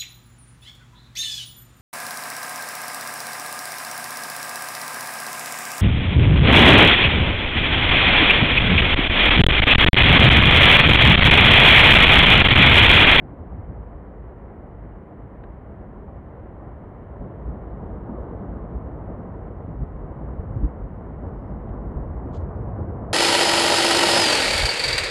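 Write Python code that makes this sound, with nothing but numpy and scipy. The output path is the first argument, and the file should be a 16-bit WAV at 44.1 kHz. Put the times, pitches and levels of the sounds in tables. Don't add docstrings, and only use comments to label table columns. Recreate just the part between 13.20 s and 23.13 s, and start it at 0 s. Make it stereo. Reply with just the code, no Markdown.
import sys
import numpy as np
from scipy import signal
from scipy.fft import rfft, irfft, next_fast_len
from scipy.io import wavfile
from scipy.ndimage import uniform_filter1d

SR = 44100
rng = np.random.default_rng(int(sys.argv[2]) if len(sys.argv) > 2 else 0)


def log_audio(samples):
    frames = np.atleast_2d(samples).T
    limited = np.clip(frames, -1, 1)
    pcm = np.round(limited * 32767).astype(np.int16)
    wavfile.write(sys.argv[1], SR, pcm)


N = 437913
TIME = np.arange(N) / SR
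SIZE = next_fast_len(N, real=True)
HZ = np.maximum(np.arange(SIZE // 2 + 1) * SR / SIZE, 1)
SIDES = np.array([[1], [-1]])


# t/s, level/dB
FLOW_STRENGTH = [(0, 1), (2.2, 1), (3.4, 1.8), (4.2, 4), (4.95, 7), (5.8, 6), (6.5, 4), (7.1, 5.5),
                 (7.6, 4.5), (8.7, 7), (9.65, 8.5), (9.93, 8)]
# f/Hz, level/dB
ROAR_TONE = [(110, -28), (180, 2), (242, -5), (475, -8.5), (711, -11), (869, -15.5), (1000, -15.5),
             (1920, -30.5), (2520, -39), (3050, -45.5), (3960, -75.5), (6710, -120)]

def roar(low_hz=250, split_hz=1600, roar_db=-46, lumpy_db=0.97, rush_db=-64, rush_follows=0.019):
    flow_db, = in_time(FLOW_STRENGTH)
    tone = colour(ROAR_TONE)
    body = from_db(roar_db + flow_db + lumpy_db * drift(14)) * far_noise(tone * band(low_hz, split_hz))
    rush_level = from_db(rush_db + rush_follows * flow_db + .5 * drift(25))
    return body + rush_level * far_noise(tone * band(split_hz, 4900))


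# t/s, level/dB
DEEP_LEVEL = [(0, -44.5), (0.6, -39), (1.2, -41.5), (1.9, -47), (2.4, -41.5), (3.3, -43.5), (3.9, -42),
              (4.7, -37), (5.4, -37.5), (6.0, -40.5), (6.5, -38), (7.2, -35), (7.6, -40), (8.2, -35.5),
              (8.9, -36), (9.4, -35.5), (9.93, -42)]
# f/Hz, level/dB
DEEP_TONE = [(14, -31), (22, -14), (30, -9), (40, -2.5), (48, -1.5), (54, 2.5), (62, 0), (75, -5.5),
             (130, -4), (170, -38)]
CHURN_TONE = [(32, -31), (55, 3.5), (80, -.5), (115, -4.5), (160, -7), (230, -10), (400, -16), (520, -42.5),
              (880, -120)]

def rumble(split_hz=75, top_hz=250, churn_db=-45, follows=0.82, surge_db=0.8, nearing_db_per_s=0.5275):
    deep_db, = in_time(DEEP_LEVEL)
    flow_db, = in_time(FLOW_STRENGTH)
    nearing_db = nearing_db_per_s * TIME
    churn_level = from_db(churn_db + follows * flow_db + nearing_db + surge_db * drift(25))
    deep = steadied(far_noise(colour(DEEP_TONE) * band(31, split_hz)), span_s=0.3, share=0.3)
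    churn = steadied(far_noise(colour(CHURN_TONE) * band(split_hz, top_hz)), span_s=0.14, share=0.29)
    return from_db(deep_db) * deep + churn_level * churn


def knocks(per_s=9, knock_db=-55, follows=0.84, size_db=3, length_s=.014, low_hz=90, high_hz=560):
    flow_db, = in_time(FLOW_STRENGTH)
    sizes = from_db(size_db * np.minimum(rng.exponential(1, N), 2))
    hits = sizes * (rng.random(N) < per_s / SR)
    age = TIME[:SR // 4] / length_s
    envelope = rms_one(signal.fftconvolve(hits, age * np.exp(-age))[:N])
    noise = far_noise(colour(ROAR_TONE) * band(low_hz, high_hz, order=4))
    return from_db(knock_db + follows * flow_db) * envelope * noise


# t/s, level/dB, f/Hz, fade time/s
BIG_BLOCKS = [(2.821, -42, 420, .02), (4.886, -32, 225, 0.042), (4.935, -37, 340, 0.039),
              (4.975, -37, 486, 0.02), (5.105, -34, 199, 0.014), (5.109, -38, 460, 0.054),
              (5.193, -36, 199, 0.054), (5.29, -36, 191, 0.043), (5.718, -39.5, 304, 0.013),
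              (5.981, -33, 190, 0.018), (6.302, -37, 428, 0.016), (6.478, -29, 158, 0.01),
              (7.43, -31, 298, 0.0077), (7.911, -37, 214, 0.012), (8.38, -40.5, 304, 0.012),
              (9.036, -33, 272, 0.02), (9.278, -38, 200, 0.014), (9.42, -43, 496, 0.055),
              (9.579, -34, 295, 0.022), (9.672, -35, 300, 0.0095), (9.715, -36.5, 473, 0.06),
              (9.871, -41, 470, 0.074)]

def booms(band_ratio=1.12, attack_s=0.0028, air_cutoff_hz=1100):
    out = np.zeros((2, N))
    age = TIME[:SR // 3]
    for s, db, hz, fade_s in BIG_BLOCKS:
        around_pitch = signal.butter(2, [hz / band_ratio, hz * band_ratio], "band", fs=SR, output="sos")
        noise = signal.sosfilt(around_pitch, rng.standard_normal(len(age)))
        envelope = (1 - np.exp(-age / attack_s)) * np.exp(-age / fade_s)
        noise /= np.sqrt(np.average(noise ** 2, weights=envelope ** 2))
        boom = from_db(db) * noise * envelope / envelope.max()
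        at = round(s * SR)
        out[:, at:at + len(boom)] += boom[:N - at]
    return muffled(out, air_cutoff_hz, order=6)


# t/s, hold/s, level/dB
WIND_GUSTS = [(0.0, 0.58, -40), (2.1, 0.88, -53.5), (3.35, 0.18, -48.5), (3.62, 0.037, -49.5),
              (4.1, 0.28, -40), (4.48, 0.24, -41), (5.08, 0.044, -42), (5.28, 1.55, -39),
              (7.0, 0.022, -37.5), (7.32, 0.11, -44), (8.5, .35, -59), (8.98, 0.26, -42.5),
              (9.3, 0.71, -35.5)]

def gust_level(rise_db_per_s=96.5, fall_db_per_s=87.5, breeze_db=-71.5):
    gusts = [db + held_db(s, hold_s, rise_db_per_s, fall_db_per_s) for s, hold_s, db in WIND_GUSTS]
    return np.maximum(breeze_db, np.max(gusts, axis=0))


# f/Hz, level/dB
WIND_TONE = [(12, -44), (20, -15), (59, 1), (177, 1.5), (290, -7.5), (363, -8.5), (491, -11), (634, -15),
             (792, -18), (900, -24), (1170, -52), (1980, -120)]

def wind(split_hz=330, strong_db=-37, bright_db=0.5, flutter_db=0.5, trim_db=-1, facing_db=1.5):
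    level_db = gust_level() + trim_db + flutter_db * drift(23)
    swirls = white_spectrum() * colour(WIND_TONE)
    large = to_sound(swirls * band(13, split_hz))
    small = to_sound(swirls * band(split_hz, 750))
    small_db = bright_db + 0.44 * np.minimum(level_db - strong_db, 3)
    openings = SIDES * from_db(-facing_db * SIDES)
    return from_db(level_db) * (large + from_db(small_db) * small) / np.std(large) * openings


def wind_rumble(shared_db=-9, low_hz=60, top_hz=170):
    swirls = white_spectrum() * colour(WIND_TONE) * band(low_hz, top_hz, order=3)
    return from_db(gust_level() + shared_db) * rms_one(to_sound(swirls))


# t/s, thump level/dB, thump f/Hz, puff level/dB, spread in time/s
THUMPS = [(0.04, -35, 151, -37, 0.015), (0.109, -35, 120, -44, 0.019), (0.209, -30, 80.6, -38.5, 0.015),
          (0.336, -28.5, 61.6, -41.5, 0.019), (0.396, -27.5, 93, -41, 0.013), (0.5, -35, 70, -35, 0.013),
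          (0.594, -30.5, 58, -44, 0.024), (1.63, -35, 53.3, -54, 0.045), (2.041, -36, 117, -44, 0.011),
          (2.309, -35, 61, -49, 0.011), (4.009, -25, 57, -38, 0.011), (4.288, -26, 60, -36, 0.023),
          (4.34, -30, 72, -35.5, 0.012), (5.298, -29, 56, -40, 0.015), (5.421, -26.5, 52, -44, 0.014),
          (5.564, -23.5, 59.6, -44.5, 0.012), (6.627, -23, 54, -31, 0.014), (7.108, -26.5, 80, -40, 0.0054),
          (7.139, -25, 70, -52, 0.0077), (7.196, -20, 58, -38.5, 0.0072), (7.269, -24.5, 85.4, -37, 0.0059),
          (7.312, -24.5, 97, -43, 0.0099), (7.358, -23, 61.7, -42, 0.01), (7.371, -18.5, 114, -38, 0.0074),
          (7.405, -26, 62, -39, 0.015), (7.447, -13, 50, -25.5, 0.017), (7.638, -27.5, 52, -44, 0.027),
          (8.078, -25.5, 82, -40, 0.011), (8.511, -23, 70, -46, 0.0066), (8.674, -24, 54, -38, 0.013),
          (8.771, -18.5, 68.5, -34, 0.0062), (8.826, -24, 70.7, -35, 0.0062),
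          (8.918, -23, 79, -40.5, 0.014), (8.988, -26, 62, -48, 0.016), (9.2, -26, 82, -44, 0.024),
          (9.406, -22.5, 110, -37, 0.0064), (9.478, -29, 134, -43.5, 0.01), (9.555, -27, 96, -42.5, 0.013),
          (9.621, -21, 109, -41, 0.0058), (9.699, -22, 96, -38, 0.0086)]

def wind_thumps(puff_low_hz=80, puff_high_hz=210):
    puff = steadied(far_noise(band(puff_low_hz, puff_high_hz, order=3)), span_s=0.0058, share=0.47)
    out = np.zeros((2, N))
    for s, thump_db, hz, puff_db, spread_s in THUMPS:
        suction = -from_db(thump_db) * np.cos(2 * np.pi * hz * (TIME - s))
        out += swell(s, spread_s) * (suction + from_db(puff_db) * puff)
    return out


# t/s, level/dB
GRIT_LEVEL = [(0, -88), (0.7, -91), (2.9, -89), (3.5, -88), (5.0, -83.5), (5.7, -88), (7.15, -88.5),
              (7.7, -91.5), (8.5, -87.5), (9.1, -94.5), (9.93, -96)]

def grit(per_s=1500, size_db=2.5, ring_cycles=45, low_hz=2700, high_hz=4100, db_per_octave=-16):
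    level_db, = in_time(GRIT_LEVEL)
    hits = rng.random(N) < per_s / SR
    sizes = from_db(size_db * np.minimum(rng.exponential(1, N), 3))
    grains = hits * sizes * rng.choice([-1, 1], N)
    pitches = np.geomspace(low_hz, high_hz, 24)
    chosen_pitch = rng.integers(0, len(pitches), N)
    out = np.zeros(N)
    for k, hz in enumerate(pitches):
        fade, turn = from_db(-60 * hz / (ring_cycles * SR)), 2 * np.pi * hz / SR
        ringer = [np.sin(turn), 0, -np.sin(turn)], [1, -2 * fade * np.cos(turn), fade ** 2]
        ring = signal.lfilter(*ringer, grains * (chosen_pitch == k) + 1e-18)
        out += from_db(db_per_octave * np.log2(hz / low_hz)) * ring
    return from_db(level_db) * rms_one(muffled(out, high_hz, order=8))


# t/s, ring level/dB, treble limit f/Hz, scuff level/dB
TAPS = [(2.239, -48.5, 3600, -71), (8.492, -56, 3500, -76)]
# f/Hz, level/dB, time to die away/s
TAP_NOTES = [(1260, -2, .02), (1600, 4.5, 0.029), (1860, 3, .014), (2540, -5, 0.01), (3000, -14, 0.028),
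             (3770, -11, .016)]

def ticks(scuff_s=.009, scuff_low_hz=1400, scuff_high_hz=3900, rough_db=3):
    age = TIME[:SR // 20]
    ring = sum(from_db(db - 60 * age / fade_s) * np.sin(2 * np.pi * hz * age)
               for hz, db, fade_s in TAP_NOTES)
    roughness = from_db(rough_db * drift(130))
    scuff = rms_one(roughness * to_sound(white_spectrum() * band(scuff_low_hz, scuff_high_hz, order=12)))
    out = np.zeros(N)
    for s, db, top_hz, scuff_db in TAPS:
        at = round(s * SR)
        out[at:at + len(ring)] += from_db(db) * muffled(ring, top_hz, order=12)
        out += from_db(scuff_db) * swell(s, scuff_s) * scuff
    return out


# t/s, level/dB, hold/s
SWISH_STROKES = [(7.364, -79.5, 0.001), (9.143, -62, 0.027), (9.19, -80, 0.028), (9.294, -84, .012)]
# f/Hz, level/dB
SWISH_TONE = [(1800, -16), (3300, 4), (4500, -1), (5700, -6.5), (7000, -3), (8200, -11), (9000, -25),
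              (12000, -48)]

def swishes(rough_db=1.5, rise_db_per_s=1098, fall_db_per_s=852):
    strokes = [db + held_db(s, hold_s, rise_db_per_s, fall_db_per_s) for s, db, hold_s in SWISH_STROKES]
    level_db = np.maximum(np.max(strokes, axis=0), -200) + rough_db * drift(200)
    return from_db(level_db) * wide_noise(colour(SWISH_TONE), width=.7)


def narrow_hiss(at_s=8.165, hold_s=.155, hz=5020, spread_hz=120, level_db=-91):
    noise = wide_noise(band(hz - spread_hz, hz + spread_hz, order=40), width=0.64)
    return from_db(level_db + held_db(at_s, hold_s, rise_db_per_s=300, fall_db_per_s=800)) * noise


# f/Hz, level/dB
HISS_TONE = [(2500, 3), (4000, 0), (5500, -8), (8000, -5), (11000, -6), (14000, -16)]

def hiss(level_db=-87):
    return from_db(level_db) * wide_noise(colour(HISS_TONE), width=0.93)


# f/Hz, likeness/0-1, left minus right/dB, left lead/radians
FAR_STEREO = [(100, 0.999, -0.1, 0), (170, 0.99, -0.7, 0.05), (250, 0.97, -1.0, 0.2),
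              (320, 0.96, -1.0, 0.12), (460, 0.9, -1.5, 0.05), (570, 0.81, -1.9, 0.17),
              (680, 0.86, 1.2, 0.54), (820, 0.72, 4.6, 0.15), (930, 0.8, 2.6, 0.35),
              (1050, 0.72, 3.8, 0.25), (1220, 0.42, 4.2, 0.35), (1430, 0.16, 4.4, 0.4),
              (1580, 0.35, 4.4, -1.2), (1750, 0.66, 3.5, -0.6), (1970, 0.81, 2.0, 0.05),
              (2240, 0.72, 0.5, 1.39), (2560, 0.7, -0.8, 2.6), (3090, 0.7, 0, 1.4)]

def far_noise(gain):
    alike, pan_db, lead = in_pitch(FAR_STEREO)
    shared, different = white_spectrum(), white_spectrum()
    pair = np.sqrt(1 + alike) * shared + np.sqrt(1 - alike) * different * SIDES
    direction = from_db(SIDES * pan_db / 2) * np.exp(.5j * SIDES * lead)
    pair = to_sound(gain * pair * direction)
    return pair / np.std(pair.mean(axis=0))


def wide_noise(gain, width, narrow_hz=5800, top_width=.2):
    spread = top_width + (width - top_width) * band(20, narrow_hz)
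    shared = to_sound(white_spectrum() * gain)
    different = to_sound(white_spectrum() * gain * spread)
    return (shared + different * SIDES) / np.std(shared)


def steadied(pair, span_s, share):
    power = uniform_filter1d(pair.mean(axis=0) ** 2, int(span_s * SR))
    power = uniform_filter1d(power, int(span_s * SR / 2))
    pair = pair / (power + 1e-9) ** (share / 2)
    return pair / np.std(pair.mean(axis=0))


def from_db(db):
    return 10 ** (np.asarray(db) / 20)


def rms_one(x):
    return x / np.sqrt(np.mean(x ** 2) + 1e-20)


def white_spectrum():
    return rfft(rng.standard_normal(SIZE))


def to_sound(spectrum):
    return irfft(spectrum, SIZE)[..., :N]


def in_time(rows):
    s, *columns = np.transpose(rows)
    return [np.interp(TIME, s, c) for c in columns]


def in_pitch(rows):
    hz, *columns = np.transpose(rows)
    return [np.interp(np.log(HZ), np.log(hz), c) for c in columns]


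def colour(rows):
    return from_db(in_pitch(rows)[0]) * band(rows[0][0] / 2, rows[-1][0] * 2)


def band(low_hz, high_hz, order=6):
    return ((1 + (low_hz / HZ) ** (2 * order)) * (1 + (HZ / high_hz) ** (2 * order))) ** -.5


def muffled(x, top_hz, order):
    return signal.sosfilt(signal.butter(order, top_hz, fs=SR, output="sos"), x)


def drift(rate_hz):
    return rms_one(to_sound(white_spectrum() / (1 + (HZ / rate_hz) ** 2)))


def swell(s, spread_s):
    return np.exp(-.5 * ((TIME - s) / spread_s) ** 2)


def held_db(s, hold_s, rise_db_per_s, fall_db_per_s):
    return -rise_db_per_s * np.maximum(s - TIME, 0) - fall_db_per_s * np.maximum(TIME - s - hold_s, 0)


def scene():
    avalanche = roar() + rumble() + knocks() + booms()
    gusts = wind() + wind_rumble() + wind_thumps()
    return avalanche + gusts + grit() + ticks() + swishes() + narrow_hiss() + hiss()


def record(dry, fade_s=.004, cutoff_hz=14500):
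    from_end_s = np.minimum(TIME, TIME[::-1])
    fade = np.sin(np.pi / 2 * np.clip(from_end_s / fade_s, 0, 1)) ** 2
    return signal.sosfilt(signal.cheby2(12, 70, cutoff_hz, fs=SR, output="sos"), dry * fade)


dry = scene()
out = record(dry)
log_audio(out)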